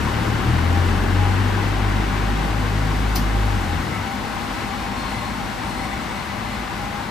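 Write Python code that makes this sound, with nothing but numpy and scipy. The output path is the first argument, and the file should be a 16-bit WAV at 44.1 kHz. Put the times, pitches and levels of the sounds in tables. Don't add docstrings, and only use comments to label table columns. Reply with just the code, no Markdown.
import sys
import numpy as np
from scipy import signal
from scipy.fft import rfft, irfft
from scipy.io import wavfile

SR = 44100
rng = np.random.default_rng(int(sys.argv[2]) if len(sys.argv) > 2 else 0)


def transcribe(signal):
    frames = np.atleast_2d(signal).T
    limited = np.clip(frames, -1, 1)
    pcm = np.round(limited * 32767).astype(np.int16)
    wavfile.write(sys.argv[1], SR, pcm)


N = 313110
T = np.arange(N) / SR
FREQS = np.maximum(np.fft.rfftfreq(N, 1 / SR), 1)
SIDES = np.array([[1], [-1]]) / 2

# freq_hz, likeness (0-1), left_minus_right_db, left_lead_rad
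MIC_PAIR = [(50, 0.24, -2, 0), (119, 0.87, 7.5, 0.21), (310, 0.85, 2, 0.13), (553, 0.19, 10, 0.52),
            (804, 0.71, 5.5, -0.9), (1300, 0.38, 5, -0.34), (2100, 0.63, 4.5, 0.21), (3300, 0.5, 4.5, 0.86),
            (4200, 0.52, 2.5, -0.22), (6000, 0.56, 2, 0.2), (7140, 0.42, 1.5, -0.66), (8140, 1, -1, 0.19),
            (11000, 1, 0, -0.21), (15000, 0.72, 0.5, -0.14)]
# freq_hz, level_db
AIR_SPECTRUM = [(24, -68), (45, -53.5), (150, -59.5), (300, -61.5), (460, -67), (680, -66.5), (780, -65),
                (1000, -63.5), (1400, -65.5), (2100, -66.5), (2500, -71.5), (4200, -74), (7000, -80.5),
                (8300, -82), (9500, -85.5), (11000, -82), (15000, -89.5)]
# freq_hz, width_hz, lift_db
DUCT_MODES = [(205.8, 28, 8.5), (247.3, 24, 8), (326.5, 25, 4), (494, 27, 3.5), (634, 16, 2.5),
              (759.3, 32, 8), (821, 32, 6), (907, 16, 8.5), (972, 44, 4.5), (1041, 19, 4.5),
              (1082, 18, 6.5), (1172, 30, 4.5), (1314, 9.8, 8.5), (1476, 25, 6), (1607, 8.3, 4.5),
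              (2020, 55, 1.5), (2230, 14, 2), (2610, 240, 2.5), (2940, 59, 3.5), (3690, 49, 3)]
# time_s, level_db, hiss_db
AIR_STREAM = [(0, 1, -2.5), (2, 1.73, -5), (3.5, 0.72, -2.4), (5.8, 0.36, -3.5), (7.1, -.5, -3.5)]
# pitch_hz, level_db
HUM_TONES = [(54, -40.5), (79.5, -46), (108, -42), (152, -53.5), (199.5, -45.5), (366, -59), (599.5, -52.5)]
# time_s, level_db, pitch_hz
OUTLET_HOWL = [(0, -43, 801), (.43, -37, 795), (.69, -40, 793), (.77, -28.5, 795), (.83, -39, 799),
               (1.1, -42, 821), (1.22, -34, 821), (1.45, -37, 815), (1.7, -40, 805), (1.85, -33, 797),
               (1.96, -35, 766), (2.25, -44, 793), (2.6, -32, 808), (2.67, -45, 805), (2.87, -37, 795),
               (3.45, -35, 798), (3.68, -34, 812), (3.92, -42, 805), (4.12, -35, 790), (4.3, -39, 794),
               (4.42, -34, 808), (4.6, -40, 796), (5, -35, 798), (5.22, -43, 795), (5.6, -36, 788),
               (6, -35.5, 790), (6.15, -48, 802), (6.68, -47, 805), (6.82, -30.5, 807), (6.92, -41, 812),
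               (7, -28.5, 816), (7.1, -47, 817)]
# freq_hz, width_hz, level_db
STAND_MODES = [(46.2, 2.8, -23.5), (52.2, 5.3, -21.5), (84, 6.2, -18.5), (94.9, 4.86, -19.5),
               (112.2, 1.8, -25), (120.2, 4.9, -27), (156.7, 3.2, -40.5)]
# waver_db, left_minus_right_db
SHAFT_ORDERS = [(.4, 0), (.6, 4), (1.5, 3.5)]
# time_s, first_db, second_db, third_db
ORDER_LEVELS = [(0, 2, 0, -3.5), (.33, -1, -2, 5.5), (.42, -1, -5, -5), (.47, 5, 1.5, 7.5), (.62, 0, -2, 4),
                (.77, -5, 3.5, 4), (.9, 2, 3, 4), (1.05, -2, -4.5, 5), (1.2, -1, 1.5, 0), (1.3, -1, 0, -7),
                (1.38, -5, 1.5, -11), (1.6, -4, 1.5, -11), (1.72, -1, -1, -4), (1.85, 0.5, 4, 2),
                (2.05, -1.5, -2, -3), (2.3, -1, -1, 4), (2.44, -5, -12, 11), (2.52, -2, 2.5, -3),
                (2.85, -2, 4, 7.5), (3.15, 0.5, -1, -2.5), (3.48, 2, 3, 1), (3.56, 2, -5.5, 1),
                (3.63, -9, -8, -10), (3.77, -2, -5, -12), (3.95, -16, -13, -2)]
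# freq_hz, level_db
WEB_SPECTRUM = [(25, -85), (50, -66.5), (160, -51.5), (240, -54), (330, -51.5), (470, -61.5), (650, -65),
                (1000, -66), (1600, -61), (2300, -71), (3000, -71), (4000, -80.5), (6500, -88.5),
                (15000, -94)]
# time_s, level_db
RUNNING_LEVEL = [(0, -1), (1.5, -1), (2.6, -6), (4, -6.5)]
# start_s, end_s, first_hz, last_hz, width_hz, level_db
DRIVE_WHINES = [(-.3, 3.7, 5970, 6190, 90, -59), (-.3, 3.2, 4490, 4620, 90, -58),
                (3.65, 4.25, 1305, 1318, 14, -47), (4.35, 6.85, 4170, 4200, 35, -57.5),
                (4.65, 5.45, 1055, 1078, 14, -44), (4.5, 6.25, 7510, 7770, 70, -60),
                (4.6, 6.1, 5480, 5620, 60, -59), (5.58, 5.98, 8600, 8700, 550, -54),
                (6, 6.33, 8740, 8760, 300, -57)]
# freq_hz, width_hz, level_db
ROLLER_MODES = [(2040, 70, -5), (3560, 90, -5), (4180, 85, -.5), (4250, 320, -3), (5590, 70, -11),
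                (5730, 100, -15), (8500, 800, -8)]
# start_s, length_s, level_db
ROLLER_SCRAPES = [(3.63, .04, -52), (4.42, .3, -55.5), (4.95, .02, -48), (4.99, .27, -50),
                  (5.69, .16, -51.5), (6.15, .05, -55), (6.48, .09, -54)]
# pitch_hz, t60_s, level_db
PANEL_MODES = [(925, .25, 0), (1006, .22, 0), (1074, 0.35, 1.5), (1470, .18, -9)]
# start_s, level_db
PANEL_PINGS = [(.06, -29), (.268, -32), (.39, -33), (1.565, -34), (3.115, -34)]
# pitch_hz, t60_s, level_db
FRAME_MODES = [(70.4, 0.16, -4), (151, 0.19, -7), (188.6, 0.25, -1), (233.5, 0.14, -1.5),
               (289.4, 0.16, -4.5)]
# start_s, level_db
ROLL_BUMPS = [(.375, -24), (.805, -21.5), (.92, -19.5), (3.005, -24)]
# start_s, level_db, decay_s (to fall 20 dB)
VALVE_SHOTS = [(3.157, -23.3, .056)]
# freq_hz, level_db
CRACK_SPECTRUM = [(500, -25), (4500, -10), (7500, -14), (10500, -5), (13000, -1), (14200, 4), (15200, -3)]
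# freq_hz, level_db
PUFF_SPECTRUM = [(500, -20), (2500, -1), (3500, -3), (4200, 5), (5100, 5.5), (5700, 4), (6300, -1),
                 (7400, -8), (8400, -6), (9500, -2), (11000, -1.5), (12700, 0), (14300, .5), (15000, -2)]
# pitch_hz, t60_s, level_db
CYLINDER_MODES = [(4330, .16, -1), (5180, .16, -1), (5720, .22, 0)]
# freq_hz, width_hz, level_db
BELT_MODES = [(2020, 90, 0), (2220, 55, -1.5), (2860, 130, -10), (3460, 60, -12)]
# start_s, length_s, level_db
BELT_RASPS = [(3.72, .04, -46), (3.91, .07, -40), (4.1, .06, -45), (4.57, .05, -43), (5.11, .08, -42.5),
              (5.74, .12, -44), (5.88, .1, -43), (6.08, .12, -44.5), (6.28, .08, -44), (6.45, .12, -43.5)]


def undb(db):
    return 10 ** (np.asarray(db) / 20)


def unit(x):
    return x / np.sqrt(np.mean(x ** 2))


def ramp(start_s, length_s):
    return np.clip((T - start_s) / length_s, 0, 1)


def curves(table):
    times, *columns = np.transpose(table)
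    return [np.interp(T, times, column) for column in columns]


def across(table, hz=FREQS):
    points, *columns = np.transpose(table)
    return [np.interp(np.log(hz), np.log(points), column) for column in columns]


def walk(rate):
    count = int(8 * rate * N / SR) + 32
    steps = np.convolve(rng.standard_normal(count), np.hanning(10), "valid")
    return unit(np.interp(T * 8 * rate, np.arange(len(steps)), steps))


def pan(db):
    return undb(SIDES * db)


def resonance(hz, centre_hz, width_hz):
    return 1 / (1 + (2 * (hz - centre_hz) / width_hz) ** 2)


def turbulence(spectrum_db, left_lag_s=.000323, lag_from_hz=8000):
    likeness, side_db, lead = across(MIC_PAIR)
    lead = lead - 2 * np.pi * left_lag_s * np.maximum(FREQS - lag_from_hz, 0)
    noise = rfft(rng.standard_normal((3, N)))
    direct = np.sqrt(likeness) * noise[0] * np.exp(1j * SIDES * lead)
    diffuse = np.sqrt(1 - likeness) * noise[1:]
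    return irfft((direct + diffuse) * undb(spectrum_db) * pan(side_db), N) * np.sqrt(SR / 2)


def blower_air(swirl_db=0.63, flicker_db=0.36, rumble_hz=450, hiss_hz=4500):
    flow_db, hiss_db = curves(AIR_STREAM)
    ducts_db = sum(db * resonance(FREQS, hz, width) for hz, width, db in DUCT_MODES)
    air = rfft(turbulence(across(AIR_SPECTRUM)[0] + ducts_db))
    low = 1 / (1 + (FREQS / rumble_hz) ** 4)
    high = 1 / (1 + (hiss_hz / FREQS) ** 4)
    rumble = irfft(air * low, N) * undb(swirl_db * walk(8.8))
    whoosh = irfft(air * (1 - low - high), N) * undb(flicker_db * walk(9.5))
    hiss = irfft(air * high, N) * undb(hiss_db + 0.5 * walk(12))
    return (rumble + whoosh + hiss) * undb(flow_db)


def blower_hum(waver_db=2, drift_rad=0.56):
    out = 0
    for hz, db in HUM_TONES:
        tone = np.sqrt(2) * np.sin(2 * np.pi * hz * T + drift_rad * walk(2.7))
        out = out + tone * undb(db + waver_db * walk(2.3)) * pan(across(MIC_PAIR, hz)[1])
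    return out


def blower_howl(trim_db=-3.0, jitter_rad=1.0, waver_db=2.5):
    level_db, hz = curves(OUTLET_HOWL)
    _, side_db, lead = across(MIC_PAIR, np.mean(hz))
    angle = 2 * np.pi * np.cumsum(hz) / SR + jitter_rad * walk(16)
    tone = np.sqrt(2) * np.sin(angle + SIDES * lead)
    return tone * undb(level_db + trim_db + waver_db * walk(6)) * pan(side_db)


def shaft_speed(idle_hz=36.68, top_hz=52.98, speed_up_s=.33, lag_s=.82, coast_s=3.4, slow_hz_per_s=31):
    driven_s = np.clip(T, speed_up_s, coast_s) - speed_up_s
    driven_hz = top_hz - (top_hz - idle_hz) * np.exp(-driven_s / lag_s)
    return np.maximum(driven_hz - slow_hz_per_s * np.maximum(T - coast_s, 0), 0)


def roll_drone(shaft_hz, angle, lead_rad=0.29):
    out = 0
    for order, (db, (waver_db, side_db)) in enumerate(zip(curves(ORDER_LEVELS), SHAFT_ORDERS), 1):
        stand_power = sum(undb(peak_db) ** 2 * resonance(order * shaft_hz, centre, width)
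                          for centre, width, peak_db in STAND_MODES)
        tone = np.sqrt(2) * np.sin(order * angle + SIDES * lead_rad)
        out = out + tone * np.sqrt(stand_power) * undb(db + waver_db * walk(5)) * pan(side_db)
    return out


def rattle(angle, drift_rad=0.87, waver_db=4):
    out = 0
    for order in range(4, 10):
        tone = np.sin(order * angle + rng.uniform(0, 2 * np.pi) + drift_rad * walk(3))
        out = out + tone * undb(waver_db * walk(4)) / order
    return unit(out) * pan(4.1)


def winder(rattle_db=-36, flutter=0.17, wobble_rad=0.13, silent_s=4.11, fade_s=0.16):
    shaft_hz = shaft_speed()
    angle = 2 * np.pi * np.cumsum(shaft_hz) / SR + wobble_rad * walk(3)
    drone = roll_drone(shaft_hz, angle)
    web = turbulence(across(WEB_SPECTRUM)[0]) * (1 + flutter * np.sin(angle))
    running = undb(curves(RUNNING_LEVEL)[0]) * (web + rattle(angle) * undb(rattle_db))
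    return (drone + running) * (1 - ramp(silent_s - fade_s, fade_s))


def rough_tone(hz, width_hz, shared=.55):
    carrier = np.exp(2j * np.pi * np.cumsum(hz * np.ones(N)) / SR)
    tones = np.array([(carrier * (walk(width_hz / 2) + 1j * walk(width_hz / 2))).real for _ in range(3)])
    return np.sqrt(shared) * tones[0] + np.sqrt(1 - shared) * tones[1:]


def whines(fade_s=0.095):
    out = 0
    for start, end, first_hz, last_hz, width, db in DRIVE_WHINES:
        hz = last_hz + (first_hz - last_hz) * (1 - ramp(start, end - start)) ** 2
        gate = np.clip(np.minimum(T - start, end - T) / fade_s, 0, 1)
        out = out + rough_tone(hz, width) * gate * undb(db) * pan(across(MIC_PAIR, last_hz)[1])
    return out


def rubbed(modes, contacts, rest_gain, grip_rate, grip_db=1.5, attack_s=0.022, release_s=0.074):
    ring = sum(undb(db) * rough_tone(hz, width) for hz, width, db in modes)
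    friction = rest_gain
    for start, length, db in contacts:
        friction = friction + undb(db) * ramp(start, attack_s) * (1 - ramp(start + length, release_s))
    return ring * friction * undb(grip_db * walk(grip_rate))


def roller():
    return rubbed(ROLLER_MODES, ROLLER_SCRAPES, rest_gain=undb(-61), grip_rate=50) * pan(2.8)


def struck(modes, blows, contact_s):
    out = 0
    for start, blow_db in blows:
        age = np.maximum(T - start, 0)
        ring = sum(undb(db - 60 * age / t60) * np.sin(2 * np.pi * hz * age) for hz, t60, db in modes)
        out = out + ring * ramp(start, contact_s) * undb(blow_db)
    return out


def panel():
    return struck(PANEL_MODES, PANEL_PINGS, contact_s=.01) * pan(5)


def thumps(travel_s=0.017, piston_db=-18):
    landings = [(opens + travel_s, piston_db) for opens, _, _ in VALVE_SHOTS]
    return struck(FRAME_MODES, ROLL_BUMPS + landings, contact_s=.008) * pan(3)


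def air_cylinder(leak_s=.004, leak_db=-8, crack_s=.0022, crack_db=5, rise_s=.0025,
                 hall_db=-10, hall_t60_s=0.21, body_db=-37):
    out = 0
    for start, db, decay_s in VALVE_SHOTS:
        age = np.maximum(T - start, 0)
        leak = undb(leak_db) * ((T > start - leak_s) & (T < start))
        puff = undb(-20 * age / decay_s)
        hall = undb(hall_db - 60 * age / hall_t60_s)
        jet = unit(turbulence(across(PUFF_SPECTRUM)[0])) * undb(1.15 * walk(450))
        jet *= leak + ramp(start, rise_s) * np.hypot(puff, hall)
        crack = unit(turbulence(across(CRACK_SPECTRUM)[0])) * undb(crack_db)
        crack *= np.exp(-age / crack_s) * (T >= start)
        body = struck(CYLINDER_MODES, [(start, body_db)], rise_s)
        out = out + undb(db) * (crack + jet) + body
    return out


def belt(trim_db=-1):
    return rubbed(BELT_MODES, BELT_RASPS, rest_gain=0, grip_rate=46) * undb(trim_db) * pan(4.53)


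def scene():
    blowers = blower_air() + blower_hum() + blower_howl()
    return blowers + winder() + whines() + roller() + panel() + thumps() + air_cylinder() + belt()


def record(dry):
    low_cut = signal.butter(4, 27, "highpass", fs=SR, output="sos")
    high_cut = signal.ellip(8, .2, 70, 15100, fs=SR, output="sos")
    return signal.sosfilt(high_cut, signal.sosfilt(low_cut, dry))


dry = scene()
out = record(dry)
transcribe(out)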